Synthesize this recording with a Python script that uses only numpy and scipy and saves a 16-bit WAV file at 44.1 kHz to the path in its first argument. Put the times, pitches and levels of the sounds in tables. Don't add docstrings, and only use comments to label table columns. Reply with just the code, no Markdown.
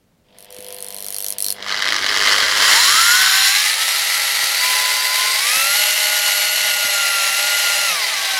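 import sys
import numpy as np
from scipy import signal
from scipy.fft import rfft, irfft, next_fast_len
from scipy.io import wavfile
from scipy.ndimage import uniform_filter1d

SR = 44100
rng = np.random.default_rng(int(sys.argv[2]) if len(sys.argv) > 2 else 0)


def unload_audio(sound):
    columns = np.transpose(np.atleast_2d(sound))
    steps = np.round(np.clip(columns, -1, 1) * 32767)
    wavfile.write(sys.argv[1], SR, steps.astype(np.int16))


N = 369999
TIME = np.arange(N) / SR
MAINS_HZ, FIRST_FIRING_S = 50.07, .0058
TRIGGER_S, ROTOR_START_S = .23, 1.55

# (time [s], speed [turns/s])
ROTOR_SPEED = [(2.6, 91), (2.86, 183), (3.0, 223), (3.2, 251), (3.48, 259), (3.68, 293), (3.95, 318),
               (4.48, 320), (4.66, 336), (5.12, 338), (5.38, 353), (5.56, 432), (5.76, 476), (5.96, 487),
               (6.3, 477), (6.56, 485), (7.3, 456), (7.46, 474), (7.86, 465), (8.0, 366), (8.17, 267),
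               (8.38, 254)]
# (frequency [Hz], relative level [dB])
ROOM_SPECTRUM = [(18, -31), (30, -10), (70, -24), (86, -19), (106, -11), (157, -7), (210, -5.5), (364, -15),
                 (499, -14), (1100, -24), (16000, -37)]
# (frequency [Hz], relative level [dB])
SHAKE_SPECTRUM = [(20, -5), (50, 8.5), (110, 4.5), (200, -4), (350, -17), (800, -50)]
# (time [s], level [dB])
BOARD_BUMPS = [(0.588, -40), (2.94, -33), (3.22, -34), (4.435, -37), (5.57, -31), (6.85, -36)]
# (frequency [Hz], relative level [dB])
BUMP_SPECTRUM = [(40, -13), (110, -5), (220, -4), (400, -1), (900, -25)]
# (multiple of the mains frequency [1], level against the hum [dB])
HUM_PARTIALS = [(4, -13.5), (8, -15.5), (12, -10.5), (13, -15), (14, -11.5), (16, -23), (18, -17),
                (20, -16), (21, -34)]
# (frequency [Hz], relative level [dB])
SIZZLE_SPECTRUM = [(100, -32), (450, 6.5), (800, 2), (1350, -6), (2000, 3.5), (2400, 0), (3200, 6.5),
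                   (4000, -1), (5000, -2), (6000, -14), (16000, -20)]
# (start [s], end [s], level above the steady growth [dB])
ARCING_SPELLS = [(.375, 0.46, 0.5), (.5, 1.339, 0.8), (1.381, 1.535, 0.5)]
# (frequency [Hz], relative level [dB])
ARC_SPECTRUM = [(600, -22), (1400, -20), (2300, -20), (3100, -16), (4300, -9), (6300, -7.5), (7400, -12),
                (8500, -2.5), (9500, -7), (10000, 2), (12000, -4), (12900, 0), (14000, -10), (16000, -16)]
# (frequency [Hz], bandwidth [Hz], lift [dB])
BRUSH_RESONANCES = [(3300, 250, 5), (4260, 230, 9.5), (5600, 160, 6), (9950, 200, 4.5)]
# (time [s], casing rumble [dB], gear rattle [dB], brush hiss [dB])
RUNNING_LEVELS = [(1.57, -46, -43, -62), (1.69, -39, -21.5, -40.5), (2.06, -37.5, -20.5, -37),
                  (2.27, -32, -13, -27), (2.5, -35.5, -17.5, -31), (2.7, -31, -12, -21),
                  (3.05, -41.5, -15, -21.5), (3.5, -44.5, -15.5, -24), (3.8, -40.5, -19.5, -25.5),
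                  (5.35, -39, -19, -25.3), (5.6, -39.5, -18.5, -22.5), (6.6, -38.5, -20.5, -27),
                  (7.85, -37, -20, -27), (8.05, -38, -21.5, -30.5), (8.39, -37.5, -20.5, -30)]
# (frequency [Hz], relative level [dB])
SLOW_GEAR_SPECTRUM = [(60, -34), (200, -27.5), (400, -15.5), (750, -17), (1100, -1.5), (1650, 2.5),
                      (2000, -2.5), (2600, -8.5), (2950, -3), (3250, 0), (3650, -7), (5000, -3),
                      (6500, -11), (8700, -15.5), (11000, -17), (16000, -28.5)]
# (frequency [Hz], relative level [dB])
FAST_GEAR_SPECTRUM = [(60, -45), (280, -27.5), (450, -18.5), (700, -12), (1050, -5.5), (1500, -1),
                      (2200, 1), (2500, 1), (3500, -0.5), (4700, 0), (6700, -2), (9000, 1), (11400, 1),
                      (16000, -14)]
# (frequency [Hz], bandwidth [Hz], lift [dB])
HOUSING_RESONANCES = [(633, 54, 7.5), (830, 24, 6.5), (1600, 200, 0.5), (2030, 206, 10), (2940, 490, 3.5),
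                      (3995, 710, 6), (4760, 126, 2), (5800, 2130, 3), (7650, 100, 3), (10340, 410, 3)]
# (time [s], level [dB])
HARD_KNOCKS = [(1.626, -18), (1.823, -9), (1.889, -6.5), (1.907, -14), (1.923, -4.5), (1.931, -8),
               (1.964, -7.5), (2.064, -9)]
# (order [cycles/turn], level against the rumble [dB])
GROWL_PARTIALS = [(4, -22), (5, -15), (6, -9), (7, -5.5)]
# (start [s], attack [s], end [s], release [s], level [dB])
SCRAPE_SPELLS = [(1.9, 0.77, 2.7, .2, -35), (2.55, 0.19, 3.72, .25, -23)]
# (frequency [Hz], bandwidth [Hz], relative level [dB])
COUPLING_MODES = [(2720, 160, -7), (3750, 300, -3), (4130, 150, 0), (5430, 250, -1), (7000, 220, -2.5),
                  (10650, 280, -5), (11950, 200, -11)]
# (frequency [Hz], level against the rattle [dB])
SIXTH_ORDER_RESPONSE = [(550, -37), (750, -32), (850, -12.5), (1470, -2.5), (1570, -12.5), (1900, -12),
                        (2030, -9.5), (2400, -10), (2600, -4), (2900, -12.5)]
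# (frequency [Hz], level [dB])
THIRD_ORDER_RESPONSE = [(300, -47), (690, -48), (770, -35.5), (900, -40), (975, -45), (1000, -29),
                        (1100, -32), (1410, -25.5), (1460, -32.5)]
# (order [cycles/turn], base line width [Hz], level at slow [dB], middle [dB], top speed [dB])
ROTOR_TONES = [(0.997, 3.07, -68, -71, -53.5), (1.266, 1.89, -74, -51, -36.5), (1.731, 2.35, -68, -46, -39),
               (1.96, 5.2, -67, -53, -61), (2.54, 4.6, -61, -42.5, -46), (3.996, 3.97, -45, -39, -39),
               (4.273, 5, -34.5, -35.5, -30.5), (5.55, 3, -60, -51, -34), (5.805, 2.6, -62, -56, -30.5),
               (6.18, 3, -50, -39, -30.5), (9.01, 2, -42, -42, -30), (10.94, 6, -54, -44, -50),
               (12, 45, -48, -35, -36), (13.49, 110, -45, -30.5, -35), (13.97, 9, -58, -30, -42),
               (14.96, 7.5, -37, -37, -34), (16.78, 13, -56, -59, -36), (20.9, 14, -50, -50, -36)]
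SLOW_MIDDLE_TOP_SPEEDS = [237, 333, 482]
# (order [cycles/turn], half width [Hz], level at resonance against the hiss [dB])
COMMUTATOR_WHISTLES = [(24, 55, -3), (27, 70, -4), (33, 140, -13), (36, 100, -6.5), (48, 90, -5.5),
                       (60, 120, -11)]


def from_db(db):
    return 10 ** (np.asarray(db) / 20)


def rms_one(x):
    return x / np.sqrt(np.mean(x ** 2) + 1e-20)


def curves(table, at):
    axis, *columns = np.transpose(table)
    return [np.interp(at, axis, column) for column in columns]


def held(start_s, attack_s, end_s, release_s):
    return np.clip(np.minimum((TIME - start_s) / attack_s, (end_s - TIME) / release_s), 0, 1)


def drift(rate_hz):
    step, settling = 20, 2000
    pole = np.exp(-2 * np.pi * rate_hz * step / SR)
    noise = rng.standard_normal(N // step + settling + 2)
    slow = signal.lfilter([1], [1, -2 * pole, pole * pole], noise)[settling:]
    return np.interp(np.arange(N) / step, np.arange(len(slow)), rms_one(slow))


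def tone(cycles, order, width_hz, rough):
    waver = 1 + rough * (drift(width_hz) + 1j * drift(width_hz))
    return rms_one(np.real(waver * np.exp(2j * np.pi * order * cycles)))


def resonance(hz, centre_hz, width_hz):
    return 1 / (1 + 2j * (hz - centre_hz) / width_hz)


def coloured(x, spectrum, modes=()):
    size = next_fast_len(N + SR // 10)
    hz = np.arange(size // 2 + 1) * SR / size
    points_hz, points_db = np.transpose(spectrum)
    gain = from_db(np.interp(np.log(hz + 1), np.log(points_hz), points_db))
    for centre_hz, width_hz, lift_db in modes:
        gain = gain * (1 + (from_db(lift_db) - 1) * resonance(hz, centre_hz, width_hz))
    return irfft(rfft(x, size) * gain, size)[:N] / np.sqrt(np.mean(np.abs(gain) ** 2))


def steady_band(x, low_hz, high_hz):
    bandpass = signal.butter(4, [low_hz, high_hz], "band", fs=SR, output="sos")
    band = signal.sosfiltfilt(bandpass, x, padtype="even", padlen=SR // 10)
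    return band / np.sqrt(uniform_filter1d(band ** 2, SR // 5) + 1e-12)


def decay(x, seconds):
    return signal.lfilter([1], [1, -np.exp(-1 / (seconds * SR))], x + 1e-18)


def bursts(events, seconds):
    clicks = np.zeros(N)
    for time_s, level_db in events:
        clicks[round(time_s * SR)] = from_db(level_db)
    return decay(clicks, seconds) * rng.standard_normal(N)


def reverberate(x, wet_db, t60_s=.12):
    t = np.arange(SR // 3) / SR
    tail = rng.standard_normal(len(t)) * from_db(-60 * t / t60_s) * (t > .002)
    return x + from_db(wet_db) * signal.fftconvolve(x, tail / np.sqrt(np.sum(tail ** 2)))[:N]


def firings(weak_db, scatter_db):
    at = (np.arange(FIRST_FIRING_S, TIME[-1], .5 / MAINS_HZ) * SR).astype(int)
    clicks = np.zeros(N)
    clicks[at] = from_db(weak_db * (np.arange(len(at)) % 2) + scatter_db * rng.standard_normal(len(at)))
    return clicks


def rotor_speed():
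    speed, = curves(ROTOR_SPEED, TIME)
    creep = np.clip((TIME - ROTOR_START_S) / (ROTOR_SPEED[0][0] - ROTOR_START_S), 0, 1)
    return speed * creep ** .65


def room_tone():
    return from_db(-60.5) * coloured(rng.standard_normal(N), ROOM_SPECTRUM)


def board(speed, turns, strain):
    wobble_order = .42
    shake = (from_db(-66.5) + from_db(-52.5) * strain) * coloured(rng.standard_normal(N), SHAKE_SPECTRUM)
    lift = np.abs(resonance(wobble_order * speed, centre_hz=176, width_hz=22)) ** 2
    boom = from_db(-52) * lift * tone(turns, wobble_order, width_hz=7.1, rough=.4)
    bumps = coloured(bursts(BOARD_BUMPS, seconds=.0084), BUMP_SPECTRUM)
    return shake + boom + bumps


def winding_hum(speed, strain):
    cycles = MAINS_HZ * TIME
    current = np.clip((TIME - TRIGGER_S) / .47, 0, 1)
    level = from_db(np.interp(speed, [50, 280], [-42, -58.5]))
    partials = sum(from_db(db) * tone(cycles + rng.random(), order, width_hz=2.7, rough=.38)
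                   for order, db in HUM_PARTIALS)
    swell = from_db(-8) + from_db(-1) * held(start_s=.485, attack_s=.031, end_s=.93, release_s=.2)
    ring = swell * tone(cycles, order=10, width_hz=2.5, rough=.06)
    surges = rms_one(decay(firings(weak_db=-5.5, scatter_db=1.5), seconds=.0074))
    sizzle = from_db(-1.5) * coloured(surges * rng.standard_normal(N), SIZZLE_SPECTRUM)
    drone_level = from_db(np.interp(speed, [400, 465], [-64.5, -68])) + from_db(-61) * strain
    drone = drone_level * tone(cycles, order=2, width_hz=3.8, rough=.29)
    return current * (level * (partials + sizzle + ring) + drone)


def brush_arcing(growth_db_per_s=21.5, edge_s=.0055, flare_s=.0009):
    jolts = firings(weak_db=-9, scatter_db=1)
    t = np.arange(SR // 100) / SR
    flare = (1 - np.exp(-t / flare_s)) * np.exp(-t / flare_s)
    ring = rms_one(signal.fftconvolve(jolts, flare * rng.standard_normal(len(t)))[:N])
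    spark = rms_one(signal.fftconvolve(jolts, flare)[:N] * rng.standard_normal(N))
    crackle = coloured(rms_one(.48 * ring + spark), ARC_SPECTRUM, BRUSH_RESONANCES)
    level_db = -20 - growth_db_per_s * np.maximum(ROTOR_START_S - TIME, 0)
    spells = sum(from_db(db) * held(start, edge_s, end, edge_s) for start, end, db in ARCING_SPELLS)
    return reverberate(spells * from_db(level_db) * crackle, wet_db=-13.5)


def rattle(turns, spectrum, knocks_per_turn, knock_db, pulse_db, scatter_db):
    impacts = rng.random(N) < knocks_per_turn * np.gradient(turns)
    sizes = from_db(scatter_db * rng.uniform(-.88, 1, N))
    knocks = rms_one(np.tanh(decay(impacts * sizes, seconds=.0011) / 2))
    pulses = decay(firings(weak_db=-3, scatter_db=2), seconds=.0012)
    push = rms_one(decay(pulses, seconds=.0007))
    force = (1 + from_db(knock_db) * knocks + from_db(pulse_db) * push) * from_db(.5 * drift(14))
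    radiated = coloured(force * rng.standard_normal(N), spectrum, HOUSING_RESONANCES)
    return rms_one(reverberate(radiated, wet_db=-9.5))


def gears(speed, turns, rumble_db, rattle_db, hiss_db):
    crawl = rattle(turns, SLOW_GEAR_SPECTRUM, 3, knock_db=11, pulse_db=7, scatter_db=5.5)
    loaded = rattle(turns, SLOW_GEAR_SPECTRUM, 2.5, knock_db=-8, pulse_db=-18, scatter_db=5)
    fast = rattle(turns, FAST_GEAR_SPECTRUM, 1.2, knock_db=-10.5, pulse_db=-22, scatter_db=12)
    free = np.clip((TIME - 3.3) / .19, 0, 1)
    running = np.sqrt(1 - free) * loaded + np.sqrt(free) * fast
    merged = np.clip((speed - 65) / 60, 0, 1)
    rush = np.sqrt(1 - merged) * crawl + np.sqrt(merged) * running
    low = from_db(rumble_db) * steady_band(rush, 90, 900)
    middle = from_db(rattle_db) * steady_band(rush, 850, 6600)
    high = from_db(hiss_db) * steady_band(rush, 6400, 17000)
    turning = np.clip((speed - 1) / 3, 0, 1)
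    return turning * from_db(.6 * drift(5.3)) * (low + middle + high)


def gear_knocks():
    return coloured(bursts(HARD_KNOCKS, seconds=.0016), SLOW_GEAR_SPECTRUM, HOUSING_RESONANCES)


def growl(speed, turns, rumble_db):
    chord = sum(from_db(db) * tone(turns, order, width_hz=8.5, rough=.4) for order, db in GROWL_PARTIALS)
    crawling = np.interp(speed, [35, 62.6, 114, 169], [0, 1, 1, 0])
    return from_db(rumble_db) * crawling * chord


def coupling_scrape():
    pressure = sum(from_db(db) * held(*shape) for *shape, db in SCRAPE_SPELLS)
    ringing = sum(from_db(db) * tone(hz * TIME, order=1, width_hz=width_hz, rough=4)
                  for hz, width_hz, db in COUPLING_MODES)
    torque = 1 + .3 * np.sin(4 * np.pi * MAINS_HZ * (TIME - FIRST_FIRING_S))
    return pressure * ringing * torque


def whine(speed, turns, rattle_db):
    sixth_db, = curves(SIXTH_ORDER_RESPONSE, 6 * speed)
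    third_db, = curves(THIRD_ORDER_RESPONSE, 3 * speed)
    leading = from_db(rattle_db + sixth_db) * tone(turns, order=6, width_hz=22, rough=.25)
    others = from_db(third_db) * tone(turns, order=3, width_hz=14, rough=.24)
    for order, width_hz, *levels_db in ROTOR_TONES:
        rough = np.clip(width_hz / 14, .35, 2)
        level = from_db(np.interp(speed, SLOW_MIDDLE_TOP_SPEEDS, levels_db))
        others += level * tone(turns, order, width_hz + 12, rough)
    joining = np.clip((speed - 190) / 55, .1, 1)
    return leading + joining * others


def commutator(speed, turns, hiss_db):
    whistles = 0
    for order, half_width_hz, level_db in COMMUTATOR_WHISTLES:
        lift = np.abs(resonance(order * speed, centre_hz=11500, width_hz=2500)) ** 2
        chatter = tone(turns, order, 2 * half_width_hz, rough=1.1)
        whistles += from_db(hiss_db + level_db) * lift * chatter
    return whistles


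def scene():
    speed = rotor_speed()
    turns = np.cumsum(speed * (1 + .001226 * drift(10))) / SR
    strain = held(start_s=1.35, attack_s=.9, end_s=3.65, release_s=.7)
    rumble_db, rattle_db, hiss_db = curves(RUNNING_LEVELS, TIME)
    mix = room_tone() + board(speed, turns, strain)
    mix += winding_hum(speed, strain) + brush_arcing()
    mix += gears(speed, turns, rumble_db, rattle_db, hiss_db) + gear_knocks()
    mix += growl(speed, turns, rumble_db) + coupling_scrape()
    fade_in = np.clip((speed - 1) / 170, 0, 1)
    mix += fade_in * (whine(speed, turns, rattle_db) + commutator(speed, turns, hiss_db))
    return np.tile(mix, (2, 1))


def record(dry, ceiling=.9, cutoff_hz=15900):
    rounded = dry / (1 + (dry / ceiling) ** 4) ** .25
    return signal.sosfilt(signal.ellip(10, .2, 80, cutoff_hz, fs=SR, output="sos"), rounded)


dry = scene()
out = record(dry)
unload_audio(out)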